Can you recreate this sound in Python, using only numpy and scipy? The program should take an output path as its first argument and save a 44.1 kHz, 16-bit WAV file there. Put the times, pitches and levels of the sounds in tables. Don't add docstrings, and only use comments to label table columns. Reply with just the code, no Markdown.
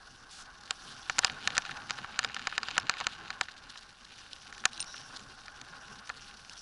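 import sys
import numpy as np
from scipy import signal
from scipy.io import wavfile
from scipy.ndimage import uniform_filter1d

SR = 44100
rng = np.random.default_rng(int(sys.argv[2]) if len(sys.argv) > 2 else 0)


def output_pcm(signal):
    pcm = np.clip(np.atleast_2d(signal).T, -1, 1) * 32767
    wavfile.write(sys.argv[1], SR, np.round(pcm).astype(np.int16))


N = 291501

# (time [s], peak level [dB], contact time [microseconds])
BLOWS = [(0.7087, -10, 22), (1.0981, -10, 35), (1.1848, -12, 12), (1.1907, -3.5, 6), (1.2355, -20, 82),
         (1.2471, -3, 14), (1.2798, -24, 63), (1.2987, -20, 50), (1.4753, -5.5, 24), (1.5048, -22, 37),
         (1.5517, -28, 17), (1.5683, -18.5, 41), (1.5799, -4, 21), (1.6522, -24, 42), (1.663, -30, 30),
         (1.6948, -25.5, 104), (1.7154, -26.5, 45), (1.7729, -31, 100), (1.898, -21, 26),
         (1.9076, -12.5, 31), (1.9877, -24.5, 54), (2.0467, -27.5, 100), (2.1915, -6, 14), (2.231, -24, 35),
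         (2.2398, -23.5, 7.6), (2.2474, -13, 38), (2.1435, -34.5, 64), (2.2987, -28, 71), (2.3054, -35, 60),
         (2.346, -23.5, 11), (2.3659, -18, 53), (2.3946, -23.5, 23), (2.4719, -11, 34), (2.5267, -24, 78),
         (2.58, -8.5, 32), (2.6321, -18, 39), (2.6858, -19.5, 48), (2.7118, -24.5, 40), (2.7678, -24, 61),
         (2.7802, -4, 21), (2.8963, -5, 24.5), (2.9397, -24, 46), (2.9715, -31, 70), (3.0029, -19, 27),
         (3.011, -17.5, 61), (3.0689, -7, 23.5), (3.3047, -18, 39), (3.412, -9, 26), (3.486, -28, 59),
         (3.7582, -33.5, 77), (4.5269, -29, 33), (4.5806, -35, 20), (4.64, -27, 73), (4.6552, -0.5, 5.4),
         (4.844, -34.5, 9.6), (4.9431, -33.5, 82), (5.1943, -37, 10), (5.2048, -40, 11), (5.4823, -31, 51),
         (5.6153, -30.5, 18), (6.0945, -24, 32), (6.1003, -20.5, 73)]
# (frequency [Hz], decay by 60 dB [s], relative level [dB], polarity and weight [factor])
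FRAME_MODES = [(139, 0.015, -31.5, -1.05), (410, 0.036, -40.5, 0.63), (596, 0.0082, -19.5, -0.75),
               (753, 0.031, -19, -0.93), (956, 0.046, -27, -0.96), (1113, 0.033, -12, -0.71),
               (1545, 0.017, -8, 0.97), (1745, 0.019, -9, 0.96), (2063, 0.0061, -0.87, 0.89),
               (2446, 0.023, -13, 0.99), (3060, 0.0095, -10, -1.46), (3690, 0.0037, 1.5, -1.134),
               (4318, 0.0038, 3.5, 1), (4943, 0.01, -4, -1.02), (5600, 0.01, -10, 1),
               (6130, 0.012, -13.5, -1.86), (6576, 0.0082, -3.5, -0.81), (7486, 0.0034, 0.5, 1),
               (9100, 0.0081, -18, 0.96), (9720, 0.01, -18.5, 0.97)]
# (lag [s], level [dB])
FRAME_ECHOES = [(.00217, 2.16), (.00384, -7.5), (.00635, -11)]
ECHO_HZ = 1300
TAP_OVER_GRIT_DB, TAP_SPREAD_DB, TAP_CONTACT_US = 14.5, 3, 25


def knocks(grit_db):
    out = np.zeros(N)
    t = np.arange(-200, 401) / SR
    taps = scattered(28, grit_db, TAP_OVER_GRIT_DB, TAP_SPREAD_DB, TAP_CONTACT_US)
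    for s, db, contact_us in [*BLOWS, *taps]:
        push = np.exp(-.5 * (1e6 * t[150:251] / max(contact_us, 4)) ** 2)
        swell = np.exp(np.where(t < 0, t / 0.001, -t / 0.0013))
        chatter = band(swell * rng.standard_normal(len(t)), 3740, 9600)
        blow = (t == 0) + undb(-27.5 - 0.43 * db) * chatter
        answer = ring(FRAME_MODES, 1.5, FRAME_ECHOES)
        add(out, s, db, signal.fftconvolve(np.convolve(blow, push), answer))
    return out


# (time [s], peak level [dB])
RIGGING_TICKS = [(1.5606, -37), (2.7992, -28), (3.703, -40), (3.7755, -32.5), (4.3327, -26), (4.7324, -32),
                 (4.778, -28.5), (4.7964, -27.5), (4.804, -18.5), (4.816, -31), (4.827, -25), (4.981, -33),
                 (5.164, -33), (6.4967, -33)]
# (frequency [Hz], decay by 60 dB [s], relative level [dB], polarity and weight [factor])
RIGGING_MODES = [(2840, 0.0073, -4, 0.72), (4000, 0.0081, 1.5, -0.59), (4550, 0.004, -2, 0.31),
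                 (5260, 0.014, -1.5, -0.37), (6300, 0.0046, -6.5, 0.87), (7400, 0.011, -20, -0.75),
                 (8850, 0.0066, -15, 0.91), (10600, 0.012, -33, -1.1)]


def ticks():
    out = np.zeros(N)
    t = np.arange(200) / SR
    for s, db in RIGGING_TICKS:
        noise = band(rng.standard_normal(len(t)), 4000, 5000)
        rattle = (t == 0) + 0.25 * np.exp(-t / 0.0008) * noise
        add(out, s, db, signal.fftconvolve(rattle, ring(RIGGING_MODES, 2.0)))
    return out


# (middle [s], length [s], level of the wide band [dB])
HEAVY_PATCHES = [(0.61, 0.011, -52.5), (0.636, 0.0054, -49), (0.661, 0.02, -51), (0.927, 0.041, -51),
                 (1.233, 0.039, -44), (1.27, 0.027, -42), (1.456, 0.073, -47.5), (1.528, 0.013, -44),
                 (1.557, 0.015, -40.5), (1.696, 0.024, -51), (2.218, 0.026, -51), (2.375, 0.017, -50),
                 (2.452, 0.025, -50), (2.537, 0.074, -50), (2.66, 0.053, -50), (2.708, 0.013, -49),
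                 (2.758, 0.028, -45), (2.988, 0.021, -41.5), (3.044, 0.015, -43), (3.128, 0.026, -50),
                 (3.434, 0.015, -46.5), (3.516, 0.015, -48.5), (3.699, 0.019, -46.5), (3.785, 0.032, -51.5),
                 (3.831, 0.01, -50.5), (4.05, 0.0097, -50.5), (5.167, 0.018, -42), (5.462, 0.0094, -47),
                 (6.172, 0.025, -51), (6.534, 0.0091, -47), (6.578, 0.0075, -47)]
PATCH_OVER_GRIT_DB, PATCH_SPREAD_DB, PATCH_S = 1, 0.9, .018
CRUNCH_HZ, CRUNCH_OCT_PER_DB = 3330, -.05


def crunches(grit_db):
    out = np.zeros(N)
    offset = np.arange(-2000, 2000)
    grit = unit(rng.standard_normal(N) + 1.9 * unit(grains(1500, 4.5, 16.0)))
    light = scattered(55, grit_db, PATCH_OVER_GRIT_DB, PATCH_SPREAD_DB, PATCH_S)
    for s, length, db in [*HEAVY_PATCHES, *light[:, [0, 2, 1]]]:
        middle = int(s * SR)
        at = np.clip(middle + offset, 0, N - 1)
        hz = CRUNCH_HZ * 2 ** (CRUNCH_OCT_PER_DB * (grit_db[middle] + 57))
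        wide = unit(band_twice(grit[at], hz, 0.61 * hz))
        frame = unit(band(grit[at], 1520, 440))
        swell = np.exp(-(offset / SR / (0.42 * length)) ** 2)
        out[at] += undb(db) * swell * (wide + 0.62 * frame)
    return out


# (time [s], frame drone level [dB], grit reference level [dB], sand level [dB])
ROAD = [(0.0, -58, -70, -59), (0.64, -54.5, -64, -61), (0.83, -53, -62.5, -52), (1.21, -51, -57.5, -56),
        (1.4, -47.5, -54, -57), (1.93, -49, -55.5, -57), (2.17, -49, -54.5, -63), (2.56, -54.5, -50, -59),
        (2.85, -48, -53, -65.5), (3.22, -51.5, -55.5, -63), (3.92, -61, -64, -61), (4.4, -58.5, -60.5, -58),
        (4.69, -53.5, -59.5, -56.5), (4.9, -53.5, -60.5, -52.5), (5.59, -54, -64.5, -60),
        (5.96, -52.5, -62.5, -59), (6.28, -56.5, -61.5, -57), (6.61, -58, -67.5, -56)]


def road_levels():
    s, *columns = np.transpose(ROAD)
    return [np.interp(np.arange(N) / SR, s, column) for column in columns]


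# (frequency [Hz], width [Hz], relative level [dB])
DRONE_MODES = [(566, 420, -18.5), (817, 83, -4.5), (1073, 85, -3), (1320, 270, -5), (1426, 116, 1.5),
               (1600, 185, -4.5)]
# (frequency [Hz], relative level [dB per Hz])
SAND_SPECTRUM = [(2250, -26), (2835, -3), (3400, -4), (4200, 5.5), (5000, -12.5), (6000, 5.5), (7200, -48),
                 (8000, -36)]
STONES_DB = 2.5
HISS_DB, HISS_PER_DB = -68.5, 1.02


def rolling(drone_db, grit_db, sand_db):
    bumps = undb(1.95 * walk(55))
    road = bumps * (rng.standard_normal(N) + 0.62 * unit(grains(500, 0.8, 14)))
    drone = sum((-1) ** k * undb(db) * band(road, hz, width)
                for k, (hz, width, db) in enumerate(DRONE_MODES))

    patches = undb(2.4 * walk(110))
    hits = patches * uniform_filter1d(grains(400, 3.0, 17.0), size=4)
    struck = signal.fftconvolve(hits, ring(FRAME_MODES, 0., FRAME_ECHOES))[:N]
    stones = band(struck, 3150, 2260)

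    sand = patches * (rng.standard_normal(N) + 1.7 * unit(grains(900, 1.24, 20)))
    flutter = undb(1.5 * walk(130))
    hiss = patches * flutter * band(rng.standard_normal(N), 9000, 5200)
    hiss_db = HISS_DB + HISS_PER_DB * (sand_db + 58)
    return (undb(drone_db) * unit(drone)
            + undb(grit_db + STONES_DB) * unit(stones)
            + undb(sand_db) * flicker(sand, SAND_SPECTRUM, 2.8, 70, width=1 / 4)
            + undb(hiss_db) * unit(hiss))


# (start [s], length [s], frequency [Hz], nominal width [Hz], level [dB])
ROPE_SWISHES = [(0.305, 0.14, 4700, 4800, -51.5), (4.798, 0.028, 8850, 220, -41),
                (4.856, 0.19, 5600, 600, -53.5), (4.877, 0.067, 3900, 300, -57),
                (5.03, 0.065, 5630, 600, -56.5)]


def swishes():
    out = np.zeros(N)
    t = np.arange(N) / SR
    for start, length, hz, width, db in ROPE_SWISHES:
        rise = (t - start) / 0.0046
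        fall = (start + length - t) / (0.23 * length)
        gate = np.clip(np.minimum(rise, fall), 0, 1) * undb(1.0 * walk(110))
        noise = unit(band_twice(rng.standard_normal(N), hz, 1.14 * width))
        out += undb(db) * gate * noise
    return out


# (frequency [Hz], relative level [dB per Hz])
RUMBLE_SPECTRUM = [(70, -8), (120, -1.5), (230, -1.5), (330, -6.5), (480, -13), (700, -31.5)]
RUMBLE_DB, RUMBLE_PER_DB = -63, 1


def low_rumble(drone_db):
    level_db = RUMBLE_DB + RUMBLE_PER_DB * (drone_db + 53) + 3.0 * walk(30)
    return undb(level_db) * flicker(rng.standard_normal(N), RUMBLE_SPECTRUM, 1.28, 25, 0.7)


def wind():
    return undb(-64 + 0.48 * walk(2.9)) * unit(band(rng.standard_normal(N), 22.5, 32.4))


def own_noise():
    return undb(-71) * unit(band(rng.standard_normal(N), 540, 1000))


def undb(db):
    return 10 ** (np.asarray(db) / 20)


def unit(x):
    return x / np.sqrt(np.mean(x ** 2))


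def band(x, hz, width):
    return signal.lfilter(*signal.iirpeak(hz, hz / width, fs=SR), x)


def band_twice(x, hz, width):
    return band(band(x, hz, width), hz, width)


def walk(rate):
    k = int(SR / rate)
    held = np.repeat(rng.standard_normal(N // k + 1), k)
    return unit(uniform_filter1d(uniform_filter1d(held, k), k)[:N])


def grains(rate, spread_db, most_db):
    when, size, side = rng.random((N, 3)).T
    db = np.minimum(-spread_db * np.log(1 - size), most_db)
    return (when < rate / SR) * undb(db) * np.sign(side - .5)


def flicker(source, spectrum, own_db, own_rate, width):
    hz, db = np.transpose(spectrum)
    centres = hz[0] * 2 ** np.arange(0, np.log2(hz[-1] / hz[0]), 1 / 3)
    polarity = (-1) ** np.arange(len(centres))
    gains = polarity * undb(np.interp(np.log(centres), np.log(hz), db))
    return unit(sum(gain * undb(own_db * walk(own_rate)) * band_twice(source, f, f * width)
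                    for f, gain in zip(centres, gains)))


def ring(modes, scatter_db=0., echoes=(), size=4096):
    hz, t60, db, sign = np.transpose(modes)[:, :, None]
    gain = sign * undb(db + scatter_db * rng.standard_normal(hz.shape))
    t = np.arange(size) / SR

    def struck(u):
        return np.sin(2 * np.pi * hz * u) * np.exp(-np.log(1000) * u / t60)

    back = sum(undb(level) * struck(np.maximum(t - lag, 0)) for lag, level in echoes)
    return np.sum(gain * (struck(t) + back / (1 + (hz / ECHO_HZ) ** 2)), axis=0)


def add(out, s, db, sound):
    start = max(int(s * SR) - np.argmax(np.abs(sound)), 0)
    room = out[start:start + len(sound)]
    room += undb(db) * sound[:len(room)] / np.abs(sound).max()


def scattered(count, grit_db, over_db, spread_db, typical):
    when, loud, size = rng.random((count, 3)).T
    s = when * (N - 1) / SR
    db = grit_db[(s * SR).astype(int)] + over_db - spread_db * np.log(1 - .9 * loud)
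    return np.transpose([s, db, typical * 3.6 ** (size - .5)])


def scene():
    drone_db, grit_db, sand_db = road_levels()
    close = knocks(grit_db) + ticks() + crunches(grit_db)
    road = rolling(drone_db, grit_db, sand_db) + swishes()
    background = low_rumble(drone_db) + wind() + own_noise()
    return (close + road + background)[None]


def record(dry):
    rounded = np.tanh(1.5 * dry) / 1.5
    top_cut = signal.ellip(10, .3, 70, 11050, fs=SR, output="sos")
    return signal.sosfilt(top_cut, rounded)


dry = scene()
out = record(dry)
output_pcm(out)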